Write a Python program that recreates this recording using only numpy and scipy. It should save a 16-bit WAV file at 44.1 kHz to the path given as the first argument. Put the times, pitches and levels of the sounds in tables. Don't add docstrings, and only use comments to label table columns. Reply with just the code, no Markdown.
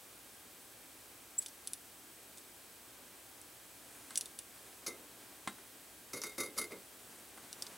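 import sys
import numpy as np
from scipy import signal
from scipy.fft import rfft, irfft, next_fast_len
from scipy.io import wavfile
from scipy.ndimage import uniform_filter1d, map_coordinates

SR = 44100
rng = np.random.default_rng(int(sys.argv[2]) if len(sys.argv) > 2 else 0)


def unload_audio(sound):
    columns = np.transpose(np.atleast_2d(sound))
    steps = np.round(np.clip(columns, -1, 1) * 32767)
    wavfile.write(sys.argv[1], SR, steps.astype(np.int16))


N = 342769

# f/Hz, level/dB
CONTACT_COLOUR = [(150, -31), (1000, -21), (2200, -12.5), (3500, -5.5), (6000, -2.5), (10400, 2.5),
                  (11800, -8), (16000, -15)]
# t/s, strike/dB, delay to hardest point/s, slide rise/s, slide/dB,
# loss per rebound/dB, ring/dB, thud/dB, thud t60/s
STAND_STROKES = [(4.8635, -37, .018, .012, -42, 16, -1.5, -47.5, .5),
                 (6.132, -41.5, .043, .022, -47, 22, 2, -41.5, .3),
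                 (6.2163, -41.5, .012, .006, -48, 20, -9, -60, .2),
                 (6.236, -42, .032, .010, -47, 6, 3.5, -47, .22),
                 (6.380, -41.5, .027, .010, -39, 5.5, 5.5, -41, .42),
                 (6.564, -55, .010, .008, -51, 20, 3, -51, .3),
                 (6.576, -38.5, .012, .009, -33.5, 8, -.5, -44.5, .42),
                 (6.706, -63, .016, .014, -58.5, 20, 11, -43, .27)]


def amp(db):
    return 10 ** (np.asarray(db) / 20)


def unit(x):
    return x / np.sqrt(np.mean(x ** 2) + 1e-20)


def along(points, hz):
    f, v = np.transpose(points)
    return np.interp(np.log(hz + 1), np.log(f + 1), v)


def bump(hz, centre_hz, octaves):
    return np.exp(-.5 * (np.log2((hz + 1) / centre_hz) / octaves) ** 2)


def clock(size):
    return np.arange(size) / SR


def fade(t, t60):
    return np.exp(-np.log(1000) * t / max(t60, 1e-4))


def swell(t, middle_s, width_s):
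    return np.exp(-.5 * ((t - middle_s) / width_s) ** 2)


def envelope(t, rise_s, t60, hold_s=0):
    return np.minimum(t / max(rise_s, 1e-4), 1) * fade(np.maximum(t - rise_s - hold_s, 0), t60)


def filtered(x, response):
    size = x.shape[-1]
    padded = next_fast_len(size + 8192)
    return irfft(rfft(x, padded) * response(np.fft.rfftfreq(padded, 1 / SR)), padded)[..., :size]


def causal(x, colour):
    size = len(x)
    cepstrum = irfft(np.log(amp(colour(np.fft.rfftfreq(size, 1 / SR)))), size)
    cepstrum[1:size // 2] *= 2
    cepstrum[size // 2 + 1:] = 0
    return irfft(rfft(x) * np.exp(rfft(cepstrum)), size)


def noise(colour, size):
    return unit(filtered(rng.standard_normal(size), lambda hz: amp(colour(hz))))


def burst(shape):
    force = shape * rng.standard_normal(len(shape))
    return force * np.linalg.norm(shape) / np.linalg.norm(force)


def ring(modes, t, scatter_db):
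    return sum(amp(db + scatter_db * rng.standard_normal()) * fade(t, t60)
               * np.sin(2 * np.pi * (hz * t + rng.random())) for hz, db, t60 in modes)


def add(track, at_s, sound):
    start = round(at_s * SR)
    track[start:start + len(sound)] += sound[:N - start]


def background():
    # f/Hz, level/dB
    air = [(15, -55), (25, -30), (48, -13), (122, -1), (148, -13), (178, -2.5), (209, -4.5), (281, 1),
           (457, -3), (782, -3.5), (848, -5), (1570, -6.5), (5280, -10), (8130, -9), (15500, -10)]
    # f/Hz, width/Hz, lift/dB
    hiss_peaks = [(8250, 180, 3.5), (9760, 550, 3.5)]
    # f/Hz, correlation
    likeness = [(60, 1), (160, 0.81), (300, 0.9), (700, 0.67), (2000, 0.63), (5500, 0.71), (8000, 1),
                (15000, 1)]
    # f/Hz, rms level/dB
    tones = [(59, -81), (800, -82), (1600, -78), (2400, -80), (3200, -80), (8000, -72), (8800, -83),
             (9600, -82), (10001, -77), (12000, -80)]
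    air_rms_db = -55.5

    def mid_side_gains(hz):
        peaks_db = sum(db / (1 + (2 * (hz - centre) / width) ** 2) for centre, width, db in hiss_peaks)
        angle = np.arccos(np.clip(along(likeness, hz), -1, 1)) / 2
        return amp(along(air, hz) + peaks_db) * [np.cos(angle), np.sin(angle)]

    mid, side = filtered(rng.standard_normal((2, N)), mid_side_gains)
    whine = sum(np.sqrt(2) * amp(db) * np.sin(2 * np.pi * (hz * clock(N) + rng.random()))
                for hz, db in tones)
    return amp(air_rms_db) * unit(np.array([mid + side, mid - side])) + whine


def room(x):
    # f/Hz, t60 before scaling/s
    decay = [(200, 0.64), (2000, 0.15), (10000, 0.28)]
    t60_scale, predelay_samples = .81, 200
    hz, t, spectra = signal.stft(rng.standard_normal((2, SR // 2)), SR, nperseg=256)
    tail = signal.istft(spectra * fade(t / along(decay, hz)[:, None], t60_scale), SR, nperseg=256)[1]
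    delayed = np.pad(x, (predelay_samples, 0))[None]
    mid, side = signal.fftconvolve(delayed, tail / np.linalg.norm(tail[0]), axes=1)[:, :N]
    return mid + amp(-32) * np.array([side, -side])


def hands():
    # middle t/s, level/dB, half length/s, treble lift/dB
    sweeps = [(2.99, -65, .09, -10), (4.06, -59, .19, 3), (4.65, -61, .11, 3), (5.2, -64, .4, -4),
              (7.12, -60.5, .13, 2), (7.6, -57.5, .22, -1.5)]
    # f/Hz, level/dB
    brush_colour = [(40, -23), (150, -2.5), (280, 5), (700, 0), (1500, -1.5), (3000, -6), (6000, -8.5),
                    (9300, -3.5), (11500, -9), (15000, -22)]
    flutter_hz, t = 25, clock(N)
    flutter_db = 1.3 * map_coordinates(rng.standard_normal(N // 1000), [t * flutter_hz])
    brush = lambda lift_db: noise(lambda hz: along(brush_colour, hz) + lift_db * bump(hz, 9000, .6), N)
    return amp(flutter_db) * sum(amp(db) * swell(t, middle_s, width_s) * brush(lift_db)
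                                 for middle_s, db, width_s, lift_db in sweeps)


def knocks():
    # t/s, relative level/dB
    blows = [(4.107, -52), (5.4741, -34.5), (5.583, -56), (7.375, -52)]
    # f/Hz, level/dB
    crack_colour = [(40, -23), (120, -13), (350, -6), (560, -11), (800, 1), (1500, 4.5), (2500, -8),
                    (3700, -3.5), (5400, -17), (8800, -3.5), (10200, -12), (11500, -24), (16000, -31)]
    # f/Hz, level/dB, t60/s
    bench_modes = [(204.5, -4.5, 0.18), (242, -5, 0.15), (326, -5, 0.21), (377, -5, 0.065),
                   (1050, 5, 0.055), (1480, -8, .04), (2070, 4, 0.057), (3850, -12, .32)]
    out, t = np.zeros(N), clock(12000)
    for at_s, db in blows:
        force = burst(fade(t, .021) + amp(-13) * fade(t, .13))
        crack = amp(13.5) * causal(force, lambda hz: along(crack_colour, hz))
        wood = amp(-7.5) * ring(bench_modes, t, scatter_db=1)
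        add(out, at_s, amp(db) * (1 - fade(t, .007)) * (crack + wood))
    return out


def thuds():
    # f/Hz, level/dB
    thud_colour = [(35, -42), (70, -20), (140, -13), (210, -5), (310, -2.5), (420, 1), (580, -4),
                   (750, -17.5), (1200, -14), (1800, -38.5), (4000, -44)]
    out, t = np.zeros(N), clock(16384)
    for at_s, *_, db, t60 in STAND_STROKES:
        wood = noise(lambda hz: along(thud_colour, hz), len(t))
        add(out, at_s, amp(db) * (1 - fade(t, .042)) * fade(t, t60) * wood)
    return out


def stand_contacts():
    strike_rise_s, strike_t60_s, strike_hz = .0008, .09, 6000
    slide_t60_s, slide_hz = .06, 10300
    rebound_gap_s, rebound_rise_s, rebound_t60_s, rebound_ring_db = .027, .003, .075, 3.5
    for at_s, strike_db, delay_s, rise_s, slide_db, loss_db, ring_db, *_ in STAND_STROKES:
        hardest_s = at_s + delay_s
        yield at_s, strike_db, strike_rise_s, strike_t60_s, strike_hz, ring_db
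        yield hardest_s - rise_s, slide_db, rise_s, slide_t60_s, slide_hz, ring_db
        for k in (1, 2):
            rebound_s = hardest_s + k * rebound_gap_s - rebound_rise_s
            yield rebound_s, slide_db - k * loss_db, rebound_rise_s, rebound_t60_s, slide_hz, rebound_ring_db


def scrapes():
    # f/Hz, share of the ring/dB, t60/s
    stand_modes = [(427, -6.5, .25), (1170, -8, .1), (1320, -8.5, .07), (1445, -11, .1), (2062, -3, .16),
                   (2141, .5, .16), (3720, -7, .2), (3770, -8.5, .24), (4250, -9.5, .09), (4802, -4, .12),
                   (5630, -10, .04), (6176, -9, .09), (6820, -9, .06), (6910, -8, .07), (7760, -9, .07),
                   (8650, -10, .04), (9290, -8, .06), (9640, -7, .05), (9788, -6, .06), (9980, -5.5, .06),
                   (10925, -3.5, .06), (11610, -7, .05), (11900, -9, .04)]
    # f/Hz, level/dB
    rub_colour = [(80, -32), (300, -16), (700, -12), (1250, 4), (1750, -8), (3300, -9.5), (4400, 1.5),
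                  (8000, -2.5), (11800, -2.5), (13000, -16), (16000, -23)]
    firm_db, dulling_per_octave = -46, .5
    out, t = np.zeros(N), clock(10240)
    mode_hz, mode_db, _ = np.transpose(stand_modes)
    treble_octaves = np.log2(np.maximum(mode_hz / 2500, 1))
    responses = rfft([fade(t, t60) * np.cos(2 * np.pi * hz * t) for hz, _, t60 in stand_modes])
    for at_s, db, rise_s, t60, bright_hz, ring_db in stand_contacts():
        stroke = envelope(t, rise_s, t60)
        grain_db = 2.2 * unit(uniform_filter1d(rng.standard_normal(len(t)), size=60))
        friction = stroke * unit(amp(grain_db))
        rub = friction * noise(lambda hz: along(rub_colour, hz) + 8 * bump(hz, bright_hz, .18), len(t))
        ringing = irfft(rfft(burst(friction)) * responses)
        dull_db = dulling_per_octave * max(firm_db - db, 0) * treble_octaves
        lift_db = 1.7 * bump(mode_hz, bright_hz, .086)
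        share = amp(mode_db - dull_db + lift_db + rng.standard_normal(len(mode_hz)))
        gains = share / np.linalg.norm(share) * np.linalg.norm(stroke) / np.linalg.norm(ringing, axis=1)
        add(out, at_s, amp(db) * (rub + amp(ring_db) * (gains @ ringing)))
    return out


def squeak():
    at_s, squeak_db, from_hz, to_hz = 1.379, -28, 7420, 7920
    rise_s, hold_s, slip_t60_s = .0095, .0045, .017
    pin_db, pin_t60_s, friction_db = -13, .055, -13.5
    flux_at_s, flux_width_s, flux_db = 1.426, .009, -49.5
    out, t = np.zeros(N), clock(8192)
    slip = envelope(t, rise_s, slip_t60_s, hold_s)
    pin = amp(pin_db) * envelope(t, rise_s, pin_t60_s, hold_s)
    pitch_hz = np.interp(t, [0, rise_s + hold_s], [from_hz, to_hz])
    jitter = .008 * noise(lambda hz: -20 * np.log10(1 + (hz / 500) ** 2), len(t))
    whistle = np.sqrt(2) * np.sin(2 * np.pi * np.cumsum(pitch_hz * (1 + jitter)) / SR)
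    friction = amp(friction_db) * noise(lambda hz: 36 * bump(hz, 9200, .64), len(t))
    puff = amp(flux_db) * swell(at_s + t, flux_at_s, flux_width_s)
    flux = puff * noise(lambda hz: along(CONTACT_COLOUR, hz), len(t))
    add(out, at_s, amp(squeak_db) * np.maximum(slip, pin) * (whistle + friction) + flux)
    return out


def ticks():
    # t/s, relative level/dB, brightest f/Hz, body lift/dB
    touches = [(1.4614, -30.5, 9600, 10), (1.484, -36.5, 5700, 2), (1.6735, -26.5, 10000, 3),
               (1.734, -25.5, 10200, 0), (2.3738, -41.5, 8200, 5), (2.3826, -39, 8500, 0),
               (3.4148, -39.5, 8800, -8), (4.1067, -38, 8300, 5), (4.1573, -24, 6600, 4),
               (4.175, -15.7, 9600, -1), (4.2105, -25, 9800, 8), (4.2575, -31.5, 3800, 3),
               (4.3893, -27.5, 9600, 0), (7.5291, -34, 5700, 9), (7.623, -25, 5100, 3),
               (7.667, -38, 5000, 13)]
    # f/Hz, level/dB, t60/s
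    board_modes = [(2870, -12.5, 0.076), (3590, 2.5, 0.04), (4880, -1, .02), (5870, 3.5, 0.03),
                   (7700, -10, .025), (8050, 10, 0.028), (9120, 1, .03), (9300, 1, 0.023)]
    chatter_db, board_db, trim_db = -6, -20.5, -4
    out, t = np.zeros(N), clock(4096)
    for at_s, db, bright_hz, body_db in touches:
        colour = lambda hz: (along(CONTACT_COLOUR, hz) + 6 * bump(hz, bright_hz, .16)
                             + body_db * bump(hz, 3900, .44))
        force = burst(fade(t, .0043)) + amp(chatter_db) * burst(fade(t, .04))
        force[0] += 4.5
        board = (1 - fade(t, .0024)) * ring(board_modes, t, scatter_db=3.5)
        add(out, at_s, amp(db + trim_db) * (causal(force, colour) + amp(board_db) * board))
    return out


def scene():
    near = ticks() + squeak() + hands()
    far = scrapes() + thuds() + knocks()
    return near + far + room(amp(-17.5) * near + amp(-16.5) * far) + background()


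def record(dry):
    top_hz = 15900
    return filtered(dry, lambda hz: hz < top_hz)


dry = scene()
out = record(dry)
unload_audio(out)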